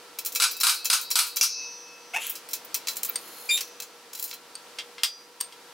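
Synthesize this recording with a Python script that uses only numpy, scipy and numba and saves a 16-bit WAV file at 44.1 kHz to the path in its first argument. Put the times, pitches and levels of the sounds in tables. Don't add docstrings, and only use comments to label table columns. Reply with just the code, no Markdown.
import sys
import numpy as np
from scipy import signal
from scipy.fft import rfft, irfft
from scipy.io import wavfile
from numba import njit

SR = 44100
rng = np.random.default_rng(int(sys.argv[2]) if len(sys.argv) > 2 else 0)


def file_out(sig):
    cols = np.atleast_2d(sig).T
    lim = np.clip(cols, -1, 1)
    pcm = np.round(lim * 32767).astype(np.int16)
    wavfile.write(sys.argv[1], SR, pcm)


N = 252674
T = np.arange(N) / SR


def undb(db):
    return 10 ** (np.asarray(db) / 20)


def unit(x):
    return x / np.sqrt(np.mean(x ** 2))


def tint(x, points):
    hz, db = np.transpose(points)
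    bins_hz = np.maximum(np.fft.rfftfreq(x.shape[-1], 1 / SR), 1)
    return irfft(rfft(x) * undb(np.interp(np.log(bins_hz), np.log(hz), db)), x.shape[-1])


def cut_bass(x, hz):
    return signal.sosfilt(signal.butter(2, hz, "high", fs=SR, output="sos"), x)


def resonate(x, body):
    return sum(undb(db) * signal.lfilter(*signal.iirpeak(hz, hz / width, fs=SR), x)
               for hz, width, db in body)


def wander(per_s):
    points = rng.standard_normal(int(N / SR * per_s) + 2)
    return np.interp(T * per_s, np.arange(len(points)), points)


def swell(times, db):
    return undb(np.interp(T, times, db)) * (T >= times[0]) * (T <= times[-1])


def gesture(start_s, rise_s, hold_s, fade_s):
    rising = np.clip((T - start_s) / rise_s, 0, 1) ** 2
    return rising * undb(-60 * np.maximum(T - start_s - rise_s - hold_s, 0) / fade_s)


def add(out, start_s, sound):
    start = int(start_s * SR)
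    out[:, start:start + sound.shape[-1]] += sound[..., :N - start]


# pitch_hz, level_db
AIR_COLOUR = [(24, -73), (40, -51.5), (144, -19), (329, -8.5), (382, -9.5), (479, -5.5), (585, -10.5),
              (942, -8), (2100, -13), (4240, -14), (4570, -13.5), (6020, -17.5), (6650, -19), (11300, -23),
              (16000, -29)]
# time_s, level_db
AIR_LEVELS = [(0, -49.5), (1.9, -52), (2.6, -48), (3.3, -46.5), (3.9, -51), (4.4, -51.5), (4.7, -49),
              (5.3, -53.5), (5.73, -49.5)]
# pitch_hz, level_db
FAN_TONES = [(336, -103), (480, -60), (962, -65), (1346, -63.5)]

def fan():
    mid, side = unit(tint(rng.standard_normal((2, N)), AIR_COLOUR))
    side = undb(-12) * tint(side, [(300, -19), (1200, 1.5), (12000, 11.0)])
    air = np.array([mid + side, mid - side]) * undb(np.interp(T, *np.transpose(AIR_LEVELS)))
    hum = 0
    for hz, db in FAN_TONES:
        gain = undb(db + 2 * wander(4.7))
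        pitch_hz = hz * (1 + 0.00343 * wander(15))
        hum += gain * np.sin(2 * np.pi * np.cumsum(pitch_hz) / SR)
    return air + np.sqrt(2) * hum


def room(x, echo_db=-13, fade_s=0.16, treble_fade_s=0.03, side_db=-6):
    t = T[:SR // 2]
    mid, side = rng.standard_normal((2, len(t)))
    noise = np.array([mid + undb(side_db) * side, mid - undb(side_db) * side])
    low = tint(noise, [(4500, 8.5), (9000, 0)])
    tail = (low * undb(-60 * t / fade_s) + (noise - low) * undb(-60 * t / treble_fade_s)) * (t > .004)
    tail = tail / np.sqrt(np.sum(tail ** 2) / 2)
    return x + undb(echo_db) * signal.fftconvolve(x.mean(axis=0)[None], tail, axes=1)[:, :N]


def slide(body, grain_db):
    catches = rng.standard_normal(N) * undb(grain_db * wander(620))
    return unit(resonate(catches, body))


# time_s, level_db
PLUNGER_LEVELS = [(3.08, -45), (3.16, -50.5), (3.36, -46.5), (3.56, -42), (3.7, -57)]
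# pitch_hz, width_hz, level_db
PLUNGER_BODY = [(4220, 32, 1.5), (7000, 240, -10.5), (10700, 1700, -10), (12000, 150, -9), (12800, 320, -8),
                (14000, 150, -6), (15700, 500, -11)]

def plunger():
    return slide(PLUNGER_BODY, grain_db=3.5) * swell(*np.transpose(PLUNGER_LEVELS))


# start_s, rise_s, hold_s, fade_s, level_db
SCRAPES = [(2.167, 0.051, 0.048, 0.37, -36), (3.573, 0.0045, .003, 0.11, -31)]
# pitch_hz, width_hz, level_db
SCRAPE_BODY = [(2720, 280, 1), (3130, 870, 7), (6900, 2200, 0.5), (10500, 370, 7)]

def scrapes():
    gain = sum(undb(db) * gesture(*timing) for *timing, db in SCRAPES)
    return slide(SCRAPE_BODY, grain_db=1.5) * gain


# time_s, slips_per_s, relative_level_db
CREAK_SLIPS = [(2.136, 800, -34.5), (2.146, 700, -24), (2.174, 990, -25), (2.188, 530, -28.5),
               (2.204, 630, -47)]
# pitch_hz, width_hz, level_db
CREAK_BODY = [(800, 1030, 3.5), (2250, 330, 6), (2555, 40, 12), (5940, 1340, 4.5)]

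def creak():
    times, slips_per_s, db = np.transpose(CREAK_SLIPS)
    slip_count = np.cumsum(np.interp(T, times, slips_per_s) * (1 + .07 * wander(600))) / SR
    slips = np.diff(np.floor(slip_count), prepend=0) * undb(4.3 * wander(500))
    colour = [(300, -14), (700, -0.5), (2800, 3.5), (4000, -3.0), (6300, -12.0), (12000, -5.5)]
    return unit(tint(resonate(slips, CREAK_BODY), colour)) * swell(times, db - 3.5)


# start_s, hold_s, pitch_hz, glide_hz_per_s, level_db, roughness (0 to 1)
SQUEALS = [(3.087, .004, 13550, 50000, -23, 0.1), (3.487, 0.015, 2395, 400, -22.5, 0.02),
           (3.503, 0.049, 3610, 1232, -23, 0), (3.564, .004, 3800, -5000, -27, 0.06)]
SQUEAL_HARMONICS = [2, -3.5, -7.5, -10.5]

def squeals(rise_s=0.0064, fade_cycles=230, hand_waver=0.0044):
    out = np.zeros(N)
    for start_s, hold_s, hz, glide, db, roughness in SQUEALS:
        pitch_hz = hz + glide * np.clip(T - start_s, 0, 2 * (rise_s + hold_s))
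        pitch_hz *= 1 + roughness * wander(1500) + hand_waver * wander(90)
        phase = 2 * np.pi * np.cumsum(pitch_hz) / SR
        phase += .12 * wander(3000)
        tone = sum(undb(level) * np.sin(k * phase)
                   for k, level in enumerate(SQUEAL_HARMONICS, 1) if k * hz < SR / 2)
        gain = undb(db + 2 * wander(700)) * gesture(start_s, rise_s, hold_s, fade_cycles / hz)
        out += gain * unit(tone)
    return out


def ring(tones, split=0.00281, neighbour_db=-9, spread=.05):
    t, out = T[:2 * SR], 0
    for hz, db, fade_s in tones:
        offset, above, below, first, second = rng.uniform(-1, 1, 5)
        phase = 2 * np.pi * hz * t
        pair = np.sin(phase + np.pi * first) + 0.6 * np.sin(phase * (1 + split * offset) + np.pi * second)
        neighbours = np.sin(phase * (1 + spread * abs(above))) - np.sin(phase * (1 - spread * abs(below)))
        neighbours *= undb(neighbour_db) * (hz / 5000) ** 2
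        out += undb(db) * (pair + neighbours) * undb(-60 * t / fade_s)
    return out


# start_s, level_db
HANDLE_RINGS = [(.44, -48), (1.4113, -30), (3.57, -52)]
# pitch_hz, level_db, fade_s
HANDLE_LONG_TONES = [(2360, 8.5, 0.22), (2598, -11.5, 1.95), (2660, -4.5, 0.56), (2740, 7, 0.15),
                     (3370, 5, 0.17), (3650, -26, 1.3), (5440, 8, 0.35), (4400, -21, 2.3), (4200, -24, 1.0),
                     (4720, -6.5, 0.98), (5050, -14, 1.6), (4780, 7.5, 0.34), (5200, 3, 0.34),
                     (5250, -7, 0.57), (5370, 6.5, 0.55), (5200, -9, 0.84), (5502, -11.5, 2.1),
                     (5670, -9, 1.35), (5766, -10.5, 1.2), (6140, -3, 0.83), (5920, -3, 1.23),
                     (5880, 11.5, 0.43), (6000, -8.5, 1.96), (6600, -14, 0.75), (6440, -6, 0.54),
                     (6680, 9, 0.23)]

def handle_shimmer():
    out = np.zeros((2, N))
    for start_s, db in HANDLE_RINGS:
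        add(out, start_s, undb(db) * ring(HANDLE_LONG_TONES))
    return cut_bass(out, 1200)


def strike(hits, tones, colour, long_tones, ring_db, side_db, low_hz, noise_db=-1.5, detune=.004):
    out, t = np.zeros((2, N)), T[:SR // 3]
    tone_hz, tone_db = np.transpose(tones)
    for start_s, db, treble_db, fade_s, rise_s in hits:
        flip, louder, sharper = rng.standard_normal((len(tones), 3)).T
        weights = np.sign(flip) * undb(tone_db + 2.5 * louder + treble_db * np.log2(tone_hz / 5000) / 3)
        waves = np.sin(2 * np.pi * np.outer(tone_hz * (1 + detune * sharper), t))
        clang = weights / np.linalg.norm(weights) @ waves
        chatter = undb(3 * np.repeat(rng.standard_normal(len(t)), 24)[:len(t)] * np.exp(-t / .03))
        noise = unit(tint(rng.standard_normal((2, len(t))) * chatter, colour))
        noise = tint(noise, [(1500, -treble_db / 4), (5000, 0), (14000, treble_db)])
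        mid = undb(noise_db) * noise[0] + clang
        side = undb(side_db) * tint(noise[1], [(7000, -0.5), (13000, 1.5)])
        envelope = np.minimum(1, t / rise_s) ** 2 * undb(-60 * np.maximum(t - rise_s, 0) / fade_s)
        add(out, start_s, undb(db) * unit(np.array([mid + side, mid - side])) * envelope)
        if db > -19:
            add(out, start_s, undb(db + ring_db) * ring(long_tones))
    return cut_bass(out, low_hz)


# start_s, level_db, treble_db, fade_s, rise_s
TINKS = [(3.155, -20, -4.5, 0.043, 0.0035), (4.553, -29.5, -15, 0.034, 0.00044),
         (5.402, -32, -11, 0.21, 0.0022), (5.405, -17.5, -0.5, 0.023, 0.0063)]
# pitch_hz, level_db
TINK_TONES = [(4585, -14), (4830, -15), (6765, -21), (8625, 0)]
# pitch_hz, level_db, fade_s
TINK_RING = [(8625, 0, 0.13)]

def tinks():
    return strike(TINKS, TINK_TONES, HANDLE_COLOUR, TINK_RING,
                  ring_db=-46, side_db=-22, low_hz=700, noise_db=-6.5)


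# start_s, level_db, treble_db, fade_s, rise_s
PLATE_HITS = [(4.785, -27.5, -5.5, 0.11, 0.0021), (4.9801, -40.5, -16, 0.22, 0.00098),
              (5.0339, -10, 9.5, .12, 0.0005), (5.5213, -44, 7, 0.084, 0.0032)]
# pitch_hz, level_db
PLATE_TONES = [(2090, 6), (2750, 7), (3230, 14), (3357, -1), (3484, 9), (4430, 1), (4633, 5.5), (4826, 8.5),
               (5130, 7), (5534, 7), (8430, -3), (10250, -3)]
# pitch_hz, level_db
PLATE_COLOUR = [(50, -33), (300, -26), (700, -9), (1200, 0), (2300, 1.5), (3300, 7), (5300, 0), (7200, -3),
                (8400, -2.5), (11000, -11.5), (16000, -17.5)]
# pitch_hz, level_db, fade_s
PLATE_RING = [(4823, 0, .38), (5055, -14, .3), (5862, -9, .45)]

def plate():
    return strike(PLATE_HITS, PLATE_TONES, PLATE_COLOUR, PLATE_RING,
                  ring_db=-18.5, side_db=-15.5, low_hz=400, noise_db=-2.5)


# pitch_hz, level_db
HANDLE_TONES = [(1350, -14.5), (2330, -4), (2600, -2.5), (3240, -5.5), (4050, 4.5), (4480, -4), (4945, 0),
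                (5510, 3.5), (6160, 2.5), (7030, 1), (7215, 2.5), (7830, -16)]
# pitch_hz, level_db
HANDLE_COLOUR = [(60, -38), (400, -39.5), (1000, -5), (1900, -6.5), (2600, -4), (4500, 0), (7000, -0.5),
                 (9000, -2), (12000, -1), (16000, -1)]
# pitch_hz, level_db, fade_s
FRAME_RING = [(2595, -17, 1.4), (3876, -4, 1.0), (4020, -6, .5), (4107, -5, .7), (4320, -10, .8),
              (4538, -7, .9), (4737, -7, .6), (4899, -5, .7), (5405, -14, .8), (5857, -13, .6)]

def strike_handle(hits, ring_db=-35.5, side_db=-21, noise_db=-1.5):
    return strike(hits, HANDLE_TONES, HANDLE_COLOUR, FRAME_RING, ring_db, side_db,
                  low_hz=600, noise_db=noise_db, detune=.012)


# start_s, length_s, level_db
RATTLES = [(2.481, .05, -37.5), (2.899, 0.073, -36), (4.148, 0.2, -39)]

def rattles(touches_per_s=50, scatter_db=2, treble_db=7.5, fade_s=0.1, rise_s=0.00019):
    hits = []
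    for start_s, length_s, db in RATTLES:
        for beat_s in np.arange(start_s, start_s + length_s, 1 / touches_per_s):
            late, soft = rng.uniform(-1, 1, 2)
            touch_s = beat_s + .5 * late / touches_per_s
            hits.append((touch_s, db - scatter_db * soft, treble_db, fade_s, rise_s))
    return strike_handle(hits)


# start_s, level_db, treble_db, bounce_gap_s, bounce_change_db
KNOCKS = [(0.187, -22, 6, .004, -10), (0.249, -24.5, 11, .0105, 3.5), (0.321, -29, 9, .004, -5.5),
          (0.567, -30, 12, .004, -7), (2.2663, -23.5, 21, .029, 1.5), (2.3541, -31, 5, .004, -3),
          (2.5325, -20.5, 6, .004, -4.5), (2.6482, -34, 21, .004, -20), (2.7433, -18, 6, 0.0054, -5),
          (2.8715, -22.5, -0.5, .0116, -0.5), (2.9678, -23, 10, .004, -7.5),
          (3.032, -18.5, 10.5, 0.016, -6), (3.087, -38, -44, 0.0067, -2.5), (3.6071, -23, 2, .004, -7.5),
          (3.801, -25.5, 3.5, .0203, -8), (4.132, -30, 5.5, .0185, -3), (4.196, -22.5, 12, .019, -18),
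          (4.226, -20.5, 14, .014, -4.5), (4.3124, -32.5, -12, .016, -4)]

def knocks(contact_fade_s=.045, bounce_fade_s=0.12, rise_s=0.00019):
    hits = []
    for start_s, db, treble_db, gap_s, change_db in KNOCKS:
        hits.append((start_s, db, treble_db, contact_fade_s, rise_s))
        hits.append((start_s + gap_s, db + change_db, treble_db, bounce_fade_s, rise_s))
    return strike_handle(hits)


# slam_s, level_db, treble_db, slack_lead_s, rebound_gap_s, last_change_db, fade_s
TWISTS = [(0.3994, -20, -2, 0.05, 0.02, 6.5, 0.25), (0.633, -17.5, 0, 0.032, 0.034, 5.5, 0.29),
          (0.9, -16, -1, 0.054, 0.029, -10, .24), (1.1554, -15.5, 1.5, .0518, .032, -15, 0.28),
          (1.4108, -17.5, 7, 0.051, .017, -2, 0.18)]
# pitch_hz, level_db
VALVE_TONES = [(960, -8.5), (1251, 0.5), (1388, 1), (1510, -2.5), (2310, -3.5), (2430, -1), (2640, -19),
               (3350, -18), (3876, 1), (4030, 3.5), (4465, -4), (4940, 4), (5160, -2), (5400, -1.5),
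               (5870, 0), (6605, 1.5), (7855, 5), (8264, -17), (8960, 6), (9070, 7), (9772, 3.5),
               (10520, -3), (12300, -6), (13350, 1), (13800, -5)]
# pitch_hz, level_db
VALVE_COLOUR = [(40, -29), (150, -40), (350, -41), (650, -18), (1000, -4.5), (1400, 2), (1850, -10.5),
                (2400, -1), (3100, -2.5), (4500, 2), (7000, -3.5), (9000, -2.5), (11500, -4.5),
                (16000, -15.5)]

def valve_twists(bite_lag_s=.005, return_lag_s=.112, tick_rise_s=0.00019):
    ticks, bites, slams = [], [], []
    for slam_s, db, treble_db, lead_s, gap_s, last_change_db, fade_s in TWISTS:
        ticks.append((slam_s - lead_s, -25.5, 9, 0.2, tick_rise_s))
        bites.append((slam_s - lead_s + bite_lag_s, -19.5, 4, 0.082, 0.0047))
        slams.append((slam_s, db, treble_db, fade_s, .0005))
        slams.append((slam_s + gap_s, db + 5, treble_db, 0.81 * fade_s, 0.0023))
        slams.append((slam_s + 1.7 * gap_s, db + last_change_db, treble_db, 0.69 * fade_s, 0.0063))
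    for slam_s, *_ in TWISTS[:-1]:
        ticks.append((slam_s + return_lag_s, -26, 10, 0.14, tick_rise_s))
    clanks = strike(slams, VALVE_TONES, VALVE_COLOUR, FRAME_RING,
                    ring_db=-23.5, side_db=-12.5, low_hz=540)
    return clanks + strike_handle(ticks) + strike_handle(bites, ring_db=-30, side_db=-18.5, noise_db=-5)


def scene():
    struck = valve_twists() + knocks() + rattles() + handle_shimmer() + plate() + tinks()
    rubbed = squeals() + creak() + scrapes() + plunger()
    lean_left = undb([[.35], [-.35]])
    return room(struck + rubbed) * lean_left + fan()


@njit
def follow_peaks(x, attack_s, release_s):
    attack, release = 1 - np.exp(-1 / (attack_s * SR)), 1 - np.exp(-1 / (release_s * SR))
    out, level = np.empty(len(x)), 0.
    for i in range(len(x)):
        level += (x[i] - level) * (attack if x[i] > level else release)
        out[i] = level
    return out


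def record(dry, ceiling_db=-10, attack_s=.00015, release_s=0.18, overload_db=-1.5, top_hz=15800):
    peak = follow_peaks(np.abs(dry).max(axis=0), attack_s, release_s)
    held = dry * np.minimum(1, undb(ceiling_db) / (peak + 1e-9))
    rounded = undb(overload_db) * np.tanh(held / undb(overload_db)) - 0.05 * held ** 2
    return signal.sosfilt(signal.ellip(10, .2, 70, top_hz, fs=SR, output="sos"), cut_bass(rounded, 35))


dry = scene()
out = record(dry)
file_out(out)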